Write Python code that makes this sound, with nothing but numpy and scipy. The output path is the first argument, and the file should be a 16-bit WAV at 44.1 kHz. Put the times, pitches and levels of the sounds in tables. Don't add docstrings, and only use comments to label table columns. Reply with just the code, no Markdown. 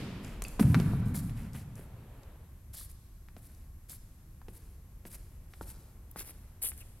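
import sys
import numpy as np
from scipy import signal
from scipy.fft import rfft, irfft
from scipy.io import wavfile
from scipy.ndimage import uniform_filter1d, map_coordinates

SR = 44100
rng = np.random.default_rng(int(sys.argv[2]) if len(sys.argv) > 2 else 0)


def wav_out(sig):
    wavfile.write(sys.argv[1], SR, np.round(np.clip(np.atleast_2d(sig).T, -1, 1) * 32767).astype(np.int16))


N = 308700
TIME, FREQS = np.arange(N) / SR, np.arange(N // 2 + 1) * SR / N
LANDING_S = 0.61


def from_db(db):
    return 10 ** (np.asarray(db) / 20)


def rms_one(x):
    return x / np.sqrt(np.mean(x ** 2) + 1e-20)


def in_time(rows):
    return np.interp(TIME, *np.transpose(rows))


def at_hz(points, hz):
    freqs, values = np.transpose(points)
    return np.interp(np.log(hz + 1e-3), np.log(freqs), values)


def add(track, s, sound):
    at = max(int(s * SR), 0)
    track[..., at:at + sound.shape[-1]] += sound[..., :N - at]


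def band(order, low_hz, high_hz):
    return signal.butter(order, [low_hz, high_hz], "band", fs=SR, output="sos")


def resonate(x, hz, width_hz):
    r = np.exp(-np.pi * width_hz / SR)
    feedback = [1, -2 * r * np.cos(2 * np.pi * hz / SR), r * r]
    return signal.lfilter(np.array([1, 0, -1]) * (1 - r * r) / 2, feedback, x)


# f/Hz, level/dB
WIDTH = [(40, -27), (120, -31.5), (280, -22), (600, -14.5), (1300, -11), (2500, -3), (4500, -3),
         (8000, 1.5), (13000, 0.5)]
def coloured(spectrum, white, side_db=0):
    low_hz, high_hz = spectrum[0][0], spectrum[-1][0]
    passband = 1 / (1 + (low_hz / (FREQS + 1)) ** 8) / (1 + (FREQS / high_hz) ** 8)
    mid, side = rfft(white) * from_db(at_hz(spectrum, FREQS)) * passband
    side *= from_db(at_hz(WIDTH, FREQS) + side_db)
    return rms_one(irfft([mid + side, mid - side], N))


def noise(spectrum):
    return coloured(spectrum, rng.standard_normal((2, N)))


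# f/Hz, level/dB
AIR = [(38, -22), (65, -3), (92, -8), (146, -16.5), (319, -31), (358, -30.5), (420, -42), (941, -43.5),
       (1060, -43), (1270, -45), (1920, -46), (3340, -53), (10800, -48.5), (11900, -46.5), (16000, -51.5)]
# f/Hz, level/dB
RUMBLE = [(15, -7), (28, 0.5), (50, 0), (68, -17), (90, -14)]
# t/s, level/dB
RUMBLE_FADER = [(0, -49), (.2, -50), (.35, -40), (1.1, -41), (1.7, -52), (7, -51.5)]
# f/Hz, level/dB
WASH = [(200, 5), (500, 5), (1500, -6.5), (2600, -12.5), (4500, -16.5)]
# t/s, level/dB
WASH_FADER = [(0, -54.5), (1.7, -64), (1.95, -61), (2.3, -61), (2.6, -72), (3.1, -78), (7, -69.5)]
# f/Hz, level/dB
WHINES = [(1085, -86), (11400, -76.5)]
def room_tone(rumble_db=-1.5, air_db=-52.5):
    rumble = from_db(in_time(RUMBLE_FADER) + rumble_db) * noise(RUMBLE)
    air = from_db(air_db) * noise(AIR)
    wash = from_db(in_time(WASH_FADER)) * noise(WASH)
    whine = sum(from_db(db) * np.sqrt(2) * np.sin(2 * np.pi * hz * TIME) for hz, db in WHINES)
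    return rumble + air + wash + whine


# f/Hz, t60/s
HALL_T60 = [(40, 6), (120, 2.61), (400, 1.51), (1200, 2.4), (3000, 1.83), (6000, 1.43), (14000, 0.37)]
def die_away(x):
    spectrum, out = rfft(x), np.zeros_like(x)
    octave = np.clip(np.log2((FREQS + 1) / 60), 0, 8)
    for k in range(9):
        part = irfft(spectrum * np.maximum(1 - abs(octave - k), 0), N)
        out += part * from_db(-60 * TIME / at_hz(HALL_T60, 60 * 2 ** k))
    return out


# f/Hz, level/dB
RUN_UP = [(59, -29), (100, -3.5), (149, -7), (190, -3), (295, -9.5), (583, -25.5), (631, -29.5),
          (2370, -30), (4970, -36.5), (6070, -43), (12000, -46.5), (15600, -75), (22000, -120)]
def run_up_echo(level_db=-38):
    return from_db(level_db) * die_away(noise(RUN_UP))


# f/Hz, level/dB
HALL_EQ = [(40, 2), (90, 1), (200, 3), (400, -3), (1000, -3), (2000, -6.5), (4000, -6), (8000, -8.5),
           (15000, -15.5)]
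# t/s, distance/m
DISTANCE = [(0, 8.3), (2, 5.6), (4.6, 6.9), (7, 1.46)]
def hall_reverb(x, build_s=0.0025, unity_send_m=7.7):
    tail = die_away(noise([(20, 0), (20000, 0)])) * (1 - np.exp(-TIME / build_s))
    unit_energy = np.sqrt(2 * np.log(1000) / (at_hz(HALL_T60, FREQS) * SR))
    tail = irfft(rfft(tail) * unit_energy * from_db(at_hz(HALL_EQ, FREQS)), N)[:, :4 * SR]
    send = x * in_time(DISTANCE) / unity_send_m
    return signal.fftconvolve(send, tail, axes=1)[:, :N]


# t/s, level/dB, f/Hz
TICKS = [(0.247, -49, 4870), (0.4213, -36, 7900), (0.439, -39.5, 8700), (0.483, -43.5, 9000),
         (1.533, -51.5, 6170), (1.755, -52.5, 8400), (2.233, -61, 4200), (3.548, -61, 4200),
         (3.896, -45.5, 9800), (6.113, -47.5, 13000), (6.777, -47.5, 11600)]
def ticks(gain_db=4.5, t60=0.014, width_hz=6000):
    out, t = np.zeros((2, N)), np.arange(SR // 20) / SR
    for s, level_db, hz in TICKS:
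        white = rng.standard_normal((2, len(t))) + rng.standard_normal(len(t))
        burst = rms_one(resonate(resonate(white, hz, width_hz), hz, 2 * width_hz))
        add(out, s, from_db(level_db + gain_db - 60 * t / t60) * burst)
    return out


# f/Hz, level/dB, t60/s
RIM = [(2540, -51, 0.12), (2650, -35, 0.02), (3440, -60, 0.22), (4660, -42.5, 0.033)]
def rim(touch_s=0.45):
    out, t = np.zeros(N), np.arange(SR // 2) / SR
    for hz, level_db, t60 in RIM:
        add(out, touch_s, from_db(level_db - 60 * t / t60) * np.sin(2 * np.pi * hz * t))
    return out


# t/s, level/dB, starting f/Hz, length/s
SQUEAKS = [(2.74, -64.5, 4640, 0.11), (2.785, -67, 1810, 0.008), (2.807, -62.5, 1320, 0.0089),
           (6.63, -54.5, 3393, 0.056), (6.8, -63, 2730, 0.035)]
def squeaks(gain_db=8.0, fall=0.128, roughness=0.16):
    out = np.zeros(N)
    for s, level_db, hz, length in SQUEAKS:
        along = np.linspace(0, 1, int(length * SR))
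        jitter = rms_one(uniform_filter1d(rng.standard_normal(SR // 4), size=20))[:len(along)]
        phase = 2 * np.pi * np.cumsum(hz * (1 - fall * along + roughness * jitter)) / SR
        add(out, s, from_db(level_db + gain_db) * np.sin(np.pi * along) * np.sin(phase))
    return out


def slide(length, attack_s=0.015, hold_share=0.067):
    release_at = attack_s + hold_share * (length - attack_s)
    return [(0, 0), (attack_s, 1), (release_at, 1), (length, 0)]


# t/s, thump/dB, tock/dB, heel skid/dB, time until the sole is flat/s, sole swish/dB
STEPS = [(3.366, -56, -66, -62, 0.1, -57.5), (4.484, -51.5, -61.5, -64, 0.087, -55),
         (5.053, -54.5, -56.5, -51.5, 0.1, -48), (5.611, -47, -45.5, -55, 0.1, -49),
         (6.160, -51.5, -47, -45.5, 0.14, -48), (6.718, -70, -53.5, -56, 0.092, -51.5)]
def step_cues(heave_db=6.5, heave_hz=209, click_db=-60.5, skid_s=0.041):
    pushes, strikes, strokes = [], [], []
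    colour_db = np.array([0, -9.5, -9.5])
    for s, thump_db, tock_db, skid_db, flat_s, swish_db in STEPS:
        pushes.append((s, thump_db + heave_db, heave_hz))
        strikes.append((s, thump_db, tock_db, click_db))
        skid = (s, slide(skid_s), skid_db + colour_db)
        swish = (s, [(0.41 * flat_s, 0), (flat_s, 1), (1.143 * flat_s, 0)], swish_db + colour_db)
        rustle = (s + flat_s, [(0, 0), (0.03, 1), (0.24, 0)], (-67, -71, -71.5))
        strokes += [skid, swish, rustle]
    return pushes, strikes, strokes


def friction(spectrum, per_s, spread_db, smooth):
    slips = (rng.random(N) < per_s / SR) * from_db(spread_db * np.minimum(rng.exponential(1, N), 4))
    bursts = rms_one(signal.lfilter([1], [1, -np.exp(-1 / 20)], slips + 1e-18))
    return coloured(spectrum, rng.standard_normal((2, N)) * (smooth + bursts), side_db=-11)


# t/s, length/s, hiss/dB, rub/dB, grit/dB
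SCUFFS = [(0.225, 0.18, -61.5, -62, -52), (0.428, 0.16, -57, -64, -68), (0.592, 0.049, -40.5, -49.5, -44),
          (0.633, 0.4, -53, -60.5, -55.5), (1.046, 0.093, -59, -65, -68), (1.139, 0.077, -41, -48, -53),
          (1.217, 0.11, -55, -66, -73), (1.359, 0.15, -60.5, -64, -54.5), (1.535, 0.11, -55, -57.5, -53.5),
          (1.757, 0.12, -60, -68, -60.5), (2.729, 0.058, -48.5, -51, -61.5),
          (2.767, 0.11, -46, -55.5, -61.5), (2.887, 0.045, -55.5, -65, -68),
          (3.885, 0.09, -46.5, -54.5, -60.5), (5.498, 0.47, -65, -71.5, -87),
          (6.182, 0.051, -41.5, -47.5, -49.5), (6.616, 0.1, -30.5, -45.5, -52)]
# f/Hz, level/dB
HISS = [(4500, -85), (6200, -27), (7500, -11), (9500, -4), (10500, -2), (11800, -2.5), (13500, -11),
        (15500, -14), (20000, -52)]
# f/Hz, level/dB
RUB = [(2800, -10), (3600, -8), (4600, -6.5), (6200, -7), (7500, -1)]
# f/Hz, level/dB
GRIT = [(220, 8), (500, 4.5), (1100, 0.5), (2000, 3.5), (3000, 3)]
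def scuffs(step_strokes, trims_db=(-2.0, -2.5, -2.5), pressure_power=0.68):
    t, drive = np.arange(SR // 2) / SR, np.zeros((3, N))
    slides = [(s, slide(length), levels_db) for s, length, *levels_db in SCUFFS]
    for s, pressure, levels_db in slides + step_strokes:
        envelope = np.interp(t, *np.transpose(pressure)) ** pressure_power
        add(drive, s, np.outer(from_db(np.add(levels_db, trims_db)), envelope))
    hiss, rub, grit = drive
    return (hiss * friction(HISS, per_s=1300, spread_db=3.0, smooth=1.0)
            + rub * friction(RUB, per_s=980, spread_db=2.5, smooth=0.84)
            + grit * friction(GRIT, per_s=360, spread_db=3.5, smooth=1.0))


# t/s, thump/dB, tock/dB, click/dB
TAPS = [(0.421, -52, -47, -53.5), (0.596, -35.5, -39, -43.5), (0.6, -37.5, -47, -45),
        (0.628, -45, -42, -51.5), (0.745, -39.5, -30.5, -39), (0.75, -68, -34.5, -47.5),
        (0.8, -40, -56, -43.5), (0.935, -49, -48.5, -70), (1.146, -52, -51.5, -59.5),
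        (1.296, -78, -59, -60.5), (1.794, -54, -74, -72), (3.286, -85, -59.5, -68),
        (4.416, -86, -57.5, -72), (5.537, -70, -56, -61)]
def taps(heel_strikes, sole_lag_s=0.002373, sole_share=0.21, rattle_db=-22.5, rattle_t60=0.047):
    out, t = np.zeros((2, N)), np.arange(SR // 12) / SR
    floor = band(2, 159, 510)
    edge = np.vstack([band(1, 1690, 4640), signal.butter(1, 1200, "high", fs=SR, output="sos")])
    for s, thump_db, tock_db, click_db in TAPS + heel_strikes:
        force = rng.standard_normal((2, len(t))) * from_db(rattle_db - 60 * t / rattle_t60)
        force[:, 0] += 1
        force[:, int(sole_lag_s * rng.uniform(.9, 1.1) * SR)] += sole_share
        mono = force.mean(axis=0)
        reach_hz = np.interp(click_db - tock_db, [-16, -6], [1450, 2500])
        sole = band(3, 680, reach_hz)
        layers = (floor, mono, thump_db + 4), (sole, -mono, tock_db - 1.5), (edge, force, click_db - 2)
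        for body, drive, level_db in layers:
            layer = signal.sosfilt(body, drive)
            layer /= np.sqrt(np.mean(layer ** 2) * len(t) / (.01 * SR))
            add(out, s, from_db(level_db) * layer)
    return out


# f/Hz, level/dB
SHUDDER = [(44, -26), (75, -4.5), (118, -10.5), (183, -4.5), (227, -15), (276, -13.5), (340, -48),
           (440, -59), (750, -120)]
def shudder(level_db=-22.5, rise_s=0.16, t60=2.12):
    t = np.maximum(TIME - LANDING_S, 0)
    return from_db(level_db - 60 * t / t60) * (1 - np.exp(-t / rise_s)) * noise(SHUDDER)


# f/Hz, relative level/dB, t60 before the cap/s
BOOM = [(69.8, 25, 4.4), (101.4, -16, 0.95), (123.6, 0, 0.58), (203, -5.5, 1.2), (245, -33, 4.8),
        (290, -10, 0.45)]
def boom(strongest_db=-42, rise_s=0.07, t60_cap=2.6):
    out, t = np.zeros(N), np.arange(3 * SR) / SR
    gain_db = strongest_db - max(level_db for _, level_db, _ in BOOM)
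    for hz, level_db, t60 in BOOM:
        envelope = from_db(level_db + gain_db - 60 * t / min(t60, t60_cap)) * (1 - np.exp(-t / rise_s))
        add(out, LANDING_S, envelope * np.sin(2 * np.pi * (hz * t + rng.random())))
    return out


# t/s, level/dB, f/Hz
LANDING = [(0.592, -32, 900), (0.594, -24, 235), (0.608, -11, 213), (0.647, -10.5, 132),
           (0.699, -12, 115.3), (0.768, -17, 208)]
def floor_heave(heel_pushes, swell_cycles=0.95):
    out, t = np.zeros(N), np.arange(3 * SR) / SR
    for s, level_db, hz in LANDING + heel_pushes:
        swell_s = swell_cycles / hz
        envelope = (t / swell_s * np.exp(1 - t / swell_s)) ** 2
        add(out, s, from_db(level_db) * envelope * np.sin(2 * np.pi * hz * t))
    return out


# t/s, lead of the left channel/s, left minus right/dB
BEARING = [(0, 0, 0), (5.4, 0, 0), (6.2, .00006, .6), (6.65, .00009, 1.6), (7, .0001, 1.6)]
def pan(pair):
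    rows = np.array(BEARING)
    lead_s, pan_db = in_time(rows[:, [0, 1]]), in_time(rows[:, [0, 2]])
    late_right = map_coordinates(pair[1], [np.arange(N) - lead_s * SR], order=5)
    return np.array([pair[0] * from_db(pan_db / 2), late_right * from_db(-pan_db / 2)])


def scene():
    pushes, strikes, strokes = step_cues()
    player = rim() + floor_heave(pushes) + boom() + taps(strikes) + ticks() + scuffs(strokes) + squeaks()
    return pan(player) + hall_reverb(player) + shudder() + run_up_echo() + room_tone()


# f/Hz, left minus right/dB
PORT_BALANCE = [(1500, 0), (7000, -1), (9300, -5), (10400, -1.5), (11800, 11.5), (13000, -1.5), (14500, 5)]
# f/Hz, phase lead of the left/rad
PORT_PHASE = [(7500, 0), (9300, 0.27), (10700, 1.14), (12500, 0), (14000, 0.81)]
def record(dry, cutoff_hz=16000):
    split = np.array([[.5], [-.5]])
    gain = from_db(at_hz(PORT_BALANCE, FREQS) * split)
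    phase = at_hz(PORT_PHASE, FREQS) * split
    heard = irfft(rfft(dry) * gain * np.exp(1j * phase), N)
    return signal.sosfilt(signal.ellip(10, .2, 80, cutoff_hz, fs=SR, output="sos"), heard)


dry = scene()
out = record(dry)
wav_out(out)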